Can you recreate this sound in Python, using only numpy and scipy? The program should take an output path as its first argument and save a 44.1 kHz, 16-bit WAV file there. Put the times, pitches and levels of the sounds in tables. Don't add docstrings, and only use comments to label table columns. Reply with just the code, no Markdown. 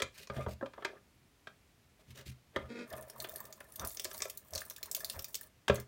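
import sys
import numpy as np
from scipy import signal
from scipy.fft import rfft, irfft, next_fast_len
from scipy.io import wavfile
from scipy.ndimage import uniform_filter1d

SR = 44100
rng = np.random.default_rng(int(sys.argv[2]) if len(sys.argv) > 2 else 0)


def pcm_store(signal):
    levels = np.round(np.clip(np.atleast_2d(signal), -1, 1) * 32767)
    wavfile.write(sys.argv[1], SR, levels.astype(np.int16).T)


N = 258999
T = np.arange(N) / SR

# start_s, peak_db, deep_db (lower band against the top)
SNAP_CUES = [(0.272, -43, 25), (2.9027, -40, 0), (2.9275, -36, -5), (2.98, -42, -6), (3.0103, -35.5, -16),
             (3.025, -39, -7), (3.083, -41, -13), (3.0986, -37.5, -2), (3.2015, -25, 3), (3.2218, -30, -32),
             (3.24, -35, -15), (3.2939, -28, -7), (3.359, -29.5, -6), (3.4032, -28, -10),
             (3.453, -34.5, -5), (3.526, -33.5, 0.5), (3.6039, -41, -9), (3.7217, -43, -9),
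             (3.7586, -32.5, -5), (3.7958, -28, 2.5), (3.8485, -25, -9), (3.8721, -22, -14.5),
             (3.905, -39, 12), (3.9713, -32, 11), (3.9963, -22, 4.5), (4.0451, -22.5, 4.5),
             (4.0516, -29.5, 25), (4.1132, -35, 23), (4.1448, -32, 8), (4.1786, -30, -3), (4.2036, -37, 26),
             (4.2205, -21.5, 17), (4.254, -37.5, 33.5), (4.2981, -27, -5.5), (4.3736, -26, -12),
             (4.5352, -29, 5.5), (4.551, -27, 3), (4.557, -26, 2), (4.5782, -29, 11), (4.6049, -32, 6),
             (4.699, -29, -9), (4.708, -36.5, 20.5), (4.7627, -32.5, 0), (4.781, -40, -16),
             (4.8295, -21.5, 1), (4.8574, -35, -6), (4.9132, -23, -7), (4.928, -31, -21), (4.9482, -19, -2),
             (4.9644, -27, -5.5), (4.996, -40, -12), (5.005, -31.5, -4.5), (5.0459, -22.5, -0.5),
             (5.0983, -24, 1.5), (5.1312, -39, 4), (5.1926, -25.5, 3.5), (5.222, -36, -5), (5.2439, -23, 2),
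             (5.3442, -24, 4.5), (5.3529, -20.5, -1), (5.4107, -32, -11), (5.432, -36, -8),
             (5.438, -35.5, -12), (5.7447, -30, -19), (5.7565, -32, 1), (5.7993, -32, -1.5)]
# start_s, level_db, sharp_db, thud_db (both re level)
KNOCK_CUES = [(0.0, -30, -2, -44), (0.02, -22, 0.5, -21.5), (0.299, -30, -7.5, -8), (0.365, -42, -3.5, 9),
              (0.399, -34.5, -18, -12), (0.463, -30.5, -11.5, -0.5), (0.484, -33.5, -15, -34),
              (0.61, -34, -12.5, -19), (0.626, -28, -15, -32), (0.659, -38.5, -3.5, -25),
              (0.735, -46, -3, -31), (0.779, -36.5, -12.5, -38), (0.823, -37, -7.5, -42),
              (0.848, -25.5, -2, -58), (0.932, -45.5, -14, -25), (1.471, -38, -3, -41),
              (2.561, -22, -4.5, -17.5), (2.933, -39.5, -3, -10.5), (3.244, -32.5, -3, -40),
              (3.606, -41, -2.5, -37), (5.681, -22, -0.5, -46), (5.697, -11.5, -8.5, -9.5)]
# start_s, length_s, table_push_db, creak_push_db, rustle_db
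STROKES = [(0.116, 0.16, -59.5, -60.5, -56), (0.306, 0.17, -42, -41, -61), (0.471, 0.08, -42.5, -66, -55),
           (0.722, 0.29, -97, -50.5, -76), (1.987, 0.039, -73, -60, -70.5), (2.068, 0.07, -45.5, -65, -62),
           (2.143, 0.093, -49, -53, -56), (2.253, 0.038, -40.5, -71, -52), (2.287, 0.022, -40, -70, -55),
           (2.312, 0.024, -62, -61.5, -61.5), (2.526, 0.17, -51, -45.5, -72.5),
           (5.677, 0.16, -42, -41.5, -58.5)]
# time_s, drag_db, fizz_db
PULL_CURVE = [(2.86, -53.5, -76), (2.94, -39, -60), (3.06, -53.5, -71), (3.22, -47, -59.5),
              (3.399, -48.5, -59.5), (3.599, -57.5, -76), (3.72, -56.5, -61.5), (3.901, -65, -53.5),
              (4.048, -53.5, -60.5), (4.22, -50, -54), (4.351, -60, -70), (4.448, -63.5, -71),
              (4.6, -53.5, -53.5), (4.749, -59, -68), (4.87, -54, -72), (5.05, -51, -56.5),
              (5.35, -64.5, -63), (5.478, -61, -74)]
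# middle_s, push_db
LURCH_CUES = [(3.828, -41.5), (4.554, -50.5), (5.172, -47)]
# middle_s, half_width_s, gain_db
SHOVES = [(2.713, 0.022, -54.5), (2.794, 0.058, -52.5)]
# start_s, peak_db
SQUEAK_CUES = [(4.6169, -36), (4.7828, -48.5), (5.004, -45.5), (5.412, -46)]
# pitch_hz, gain_db, t60_s
LINER_MODES = [(3590, -3, .025), (4300, 0, .025), (5490, -2, .02), (6650, -5, .018)]
# pitch_hz, gain_db, t60_s
GUN_MODES = [(393.9, -4, 0.095), (528.5, -5.5, 0.064), (612, 0.5, 0.038), (1046, -6, 0.032),
             (1180, -4.5, 0.055), (1327, -6.5, 0.056), (1683, 9, 0.016), (2037, 2, 0.031),
             (2367, 7.5, 0.014), (3370, 13.5, 0.0052)]
# pitch_hz, gain_db, t60_s
SPOOL_MODES = [(618.5, -1.5, 0.049), (1078, 1.5, 0.011), (1710, -4.5, 0.03)]
# pitch_hz, gain_db, t60_s
TABLE_MODES = [(70.4, 7.5, 0.08), (123.1, 2, 0.24), (211, -3.5, 0.19)]
# frequency_hz, gain_db
FILM_EQ = [(1290, -30), (2200, -12), (4130, -7.5), (5700, -2), (9170, -0.5), (10500, -5), (13800, -1),
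           (16000, 0.5)]
# frequency_hz, gain_db
PAPER_EQ = [(900, -15), (1600, 2.5), (2600, 7.5), (5500, 2), (9000, -2), (16000, -5.5)]
# frequency_hz, gain_db
AIR_EQ = [(18, -47), (30, -2.5), (86, -9.5), (124, -11.5), (554, -24), (1540, -28.5), (2120, -27),
          (3060, -30), (16000, -40)]

PULL_START_S, PULL_END_S = PULL_CURVE[0][0], PULL_CURVE[-1][0]
PULLING = (T >= PULL_START_S) & (T < PULL_END_S)
SMALL_SNAPS_PER_S, JUDDER_HZ = 75, 238
HELD_FROM_S, LURCH_S = 1.1, 0.11


def snaps():
    t, out = T[:SR // 16], np.zeros(N)
    _, fizz_db = pull_levels()
    pull_s = PULL_END_S - PULL_START_S
    place, size = rng.random((int(SMALL_SNAPS_PER_S * pull_s), 2)).T
    when = PULL_START_S + pull_s * place
    small_db = fizz_db[(when * SR).astype(int)] + 11 + 10.5 * size
    small = [(s, db, -11) for s, db in zip(when, small_db)]
    envelope = (undb(6) * fade(t, 0.0022) + fade(t, 0.03) + undb(-17.5) * fade(t, 0.15)) * rise(t, 0.00068)
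    for s, db, deep_db in [*SNAP_CUES, *small]:
        burst = noise(len(t)) * envelope
        deep = unit(cut(burst, 6470, "low", order=4))
        thin = unit(cut(burst, 8800, "high", order=4))
        film = colour(thin + undb(deep_db) * deep, FILM_EQ)
        add(out, s, buckle(film, spread_db=4.6, count=16), db)
        liner = ring(LINER_MODES, t, noise((2, 16)), scatter_db=7.2)
        add(out, s, liner, db + min(deep_db, 0) - 11)
        tap = ring(GUN_MODES, t, noise((2, 16)), scatter_db=4.5) * rise(t, 0.0025)
        add(out, s, tap, db + deep_db - 28.5)
    return out


def knocks():
    t, out = T[:SR // 3], np.zeros(N)
    for s, db, sharp_db, thud_db in KNOCK_CUES:
        hit, tail = noise((2, len(t)))
        spot = noise((2, 16))
        contact = (hit * fade(t, 0.025))[:SR // 50]
        shell = unit(excite(ring(GUN_MODES, t, spot, scatter_db=3.5), contact))
        body = shell + unit(tail * fade(t, 0.039) * rise(t, 0.004))
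        soft_top_hz = 1760 * 2 ** (sharp_db / 13.3)
        sharp_top_hz = min(5600 * 2 ** (sharp_db / 3) + 1471, SR / 3)
        soft = cut(cut(body, soft_top_hz, "low", order=3), 228, "high")
        sharp = cut(cut(body, 2490, "high", order=3), sharp_top_hz, "low", order=3)
        crack = cut(hit * fade(t, 0.014), [5000, 12000], "band", order=1)
        thud = ring(TABLE_MODES, t, spot, scatter_db=1.5) * rise(t, 0.0036)
        add(out, s, soft, db)
        add(out, s, sharp, db + sharp_db)
        add(out, s, crack, db + 2.14 * sharp_db - 11)
        add(out, s, thud, db + thud_db)
    return out


def rubbing():
    table_push, gun_push, rustle_level = sum(
        undb(levels_db)[:, None] * swell(s, length) ** 1.1 for s, length, *levels_db in STROKES)
    drag, fizz = undb(pull_levels())
    lurch = sum(undb(db) * swell(s - LURCH_S / 2, LURCH_S) ** 2 for s, db in LURCH_CUES)
    table_push += undb(-12) * drag + undb(-10) * lurch
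    table = slips(TABLE_MODES, table_push, per_s=80, spread_db=1.2, smear_s=0.025)
    gun = gun_creak(gun_push + drag + undb(6.5) * lurch, lurch)
    surface = rustle() * (rustle_level + fizz)
    thump = lurch * unit(cut(noise(N), 77, "low", order=3))
    return undb(-36) * table + undb(-29.5) * gun + surface + undb(1.5) * thump


def gun_creak(push, lurch):
    shell = slips(GUN_MODES, push * np.where(PULLING, 0.4, 1), per_s=80, spread_db=1.8, smear_s=0.012)
    chatter = slips(SPOOL_MODES, push * PULLING, per_s=70, spread_db=1.6, smear_s=0.012)
    rattle = slips(SPOOL_MODES, lurch, per_s=300, spread_db=1, smear_s=0.005)
    return cut(shell, 1050, "low") + undb(0.5) * chatter + undb(1) * cut(rattle, 1450, "low")


def rustle():
    ticks = unit(excite(grains(per_s=180, spread_db=2.8), fade(T[:SR // 20], 0.025)))
    crackle = colour((ticks + 0.25) * noise(N), FILM_EQ)
    paper = unit(colour((ticks + 0.82) * noise(N), PAPER_EQ))
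    film = unit(colour((ticks + 0.42) * noise(N), FILM_EQ))
    held = undb(18) * paper + film
    strokes = np.zeros(N)
    for s, length, *_ in STROKES:
        texture = buckle(held if s > HELD_FROM_S else paper, spread_db=2.2, count=30)
        strokes += unit(texture) * (swell(s, length) > 1e-6)
    return np.where(PULLING, unit(cut(crackle, 8800, "high")), strokes)


def nose_judder():
    drift = 1 + 0.013 * unit(cut(noise(N), 30, "low"))
    slip_count = np.floor(np.cumsum(JUDDER_HZ / SR * drift))
    pulses = np.diff(slip_count, prepend=0) * undb(2.4 * noise(N))
    grit = unit(pulses) + 1.05 * noise(N)
    nose = noise(SR // 100) * fade(T[:SR // 100], 0.015)
    chatter = unit(cut(excite(grit, nose), [300, 2300], "band"))
    boom = unit(cut(grit, [190, 520], "band"))
    hiss = unit(cut(grit, [5000, 10000], "band"))
    envelope = sum(undb(db) * np.exp(-((T - s) / half_s) ** 4) for s, half_s, db in SHOVES)
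    return (chatter + undb(3.5) * boom + undb(-25) * hiss) * envelope


def spool_squeaks():
    t, out = T[:SR // 10], np.zeros(N)
    for s, db in SQUEAK_CUES:
        scrape = noise(len(t)) * fade(t, 0.029)
        add(out, s, excite(scrape, ring(SPOOL_MODES[-1:], t)), db)
    return out


def room(x):
    t = T[:SR // 2]
    tail = cut(noise(len(t)), 4500, "low", order=1) * fade(t, t60=0.19) * rise(t, 0.0053)
    wash = excite(x, tail / np.sqrt(np.sum(tail ** 2)))
    air = unit(colour(noise(N), AIR_EQ))
    return x + undb(-13) * wash + undb(-66) * air


def slips(modes, push, per_s, spread_db, smear_s):
    out = np.zeros(N)
    for mode in modes:
        roughness = unit(uniform_filter1d(grains(per_s, spread_db), int(smear_s * SR)))
        out += excite(roughness * noise(N) * push, ring([mode], T[:SR // 4]))
    return out


def grains(per_s, spread_db):
    when, size, _ = rng.random((3, N))
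    return (when < per_s / SR) * undb(-spread_db * np.log(size + 1e-9))


def ring(modes, t, spot=np.ones((2, 1)), scatter_db=0):
    hz, db, t60 = np.transpose(modes)[:, :, None]
    size, detune = spot[:2, :len(modes), None]
    gain = undb(db + scatter_db * size) * np.sign(detune)
    return np.sum(gain * fade(t, t60) * np.sin(2 * np.pi * hz * (1 + 0.025 * detune) * t), axis=0)


def buckle(x, spread_db, count):
    return colour(x, np.c_[np.geomspace(2000, 16000, count), spread_db * noise(count)])


def pull_levels():
    s, drag_db, fizz_db = np.transpose(PULL_CURVE)
    return [np.interp(T, s, db, left=-120, right=-120) for db in (drag_db, fizz_db)]


def colour(x, points):
    hz, db = np.transpose(points)
    size = next_fast_len(len(x))
    f = np.maximum(np.arange(size // 2 + 1) * SR / size, 1)
    gain = undb(np.interp(np.log(f), np.log(hz), db))
    return irfft(rfft(x, size) * gain, size)[:len(x)]


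def add(out, s, sound, peak_db):
    i = int(s * SR)
    part = sound[:N - i]
    out[i:i + len(part)] += part * undb(peak_db) / np.max(np.abs(sound))


def swell(s, length):
    return np.sin(np.pi * np.clip((T - s) / length, 0, 1))


def rise(t, attack_s):
    return np.minimum(t / attack_s, 1)


def fade(t, t60):
    return np.exp(-np.log(1000) * t / t60)


def excite(x, response):
    return signal.fftconvolve(x, response)[:len(x)]


def cut(x, hz, kind, order=2):
    return signal.sosfilt(signal.butter(order, hz, kind, fs=SR, output="sos"), x)


def noise(shape):
    return rng.standard_normal(shape)


def unit(x):
    return x / np.sqrt(np.mean(x ** 2))


def undb(db):
    return 10 ** (np.asarray(db) / 20)


def scene():
    return room(snaps() + knocks() + rubbing() + nose_judder() + spool_squeaks())[None]


def record(dry):
    top_cut = signal.ellip(8, 0.2, 60, 15900, fs=SR, output="sos")
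    return signal.sosfilt(top_cut, cut(dry, 54, "high", order=4))


dry = scene()
out = record(dry)
pcm_store(out)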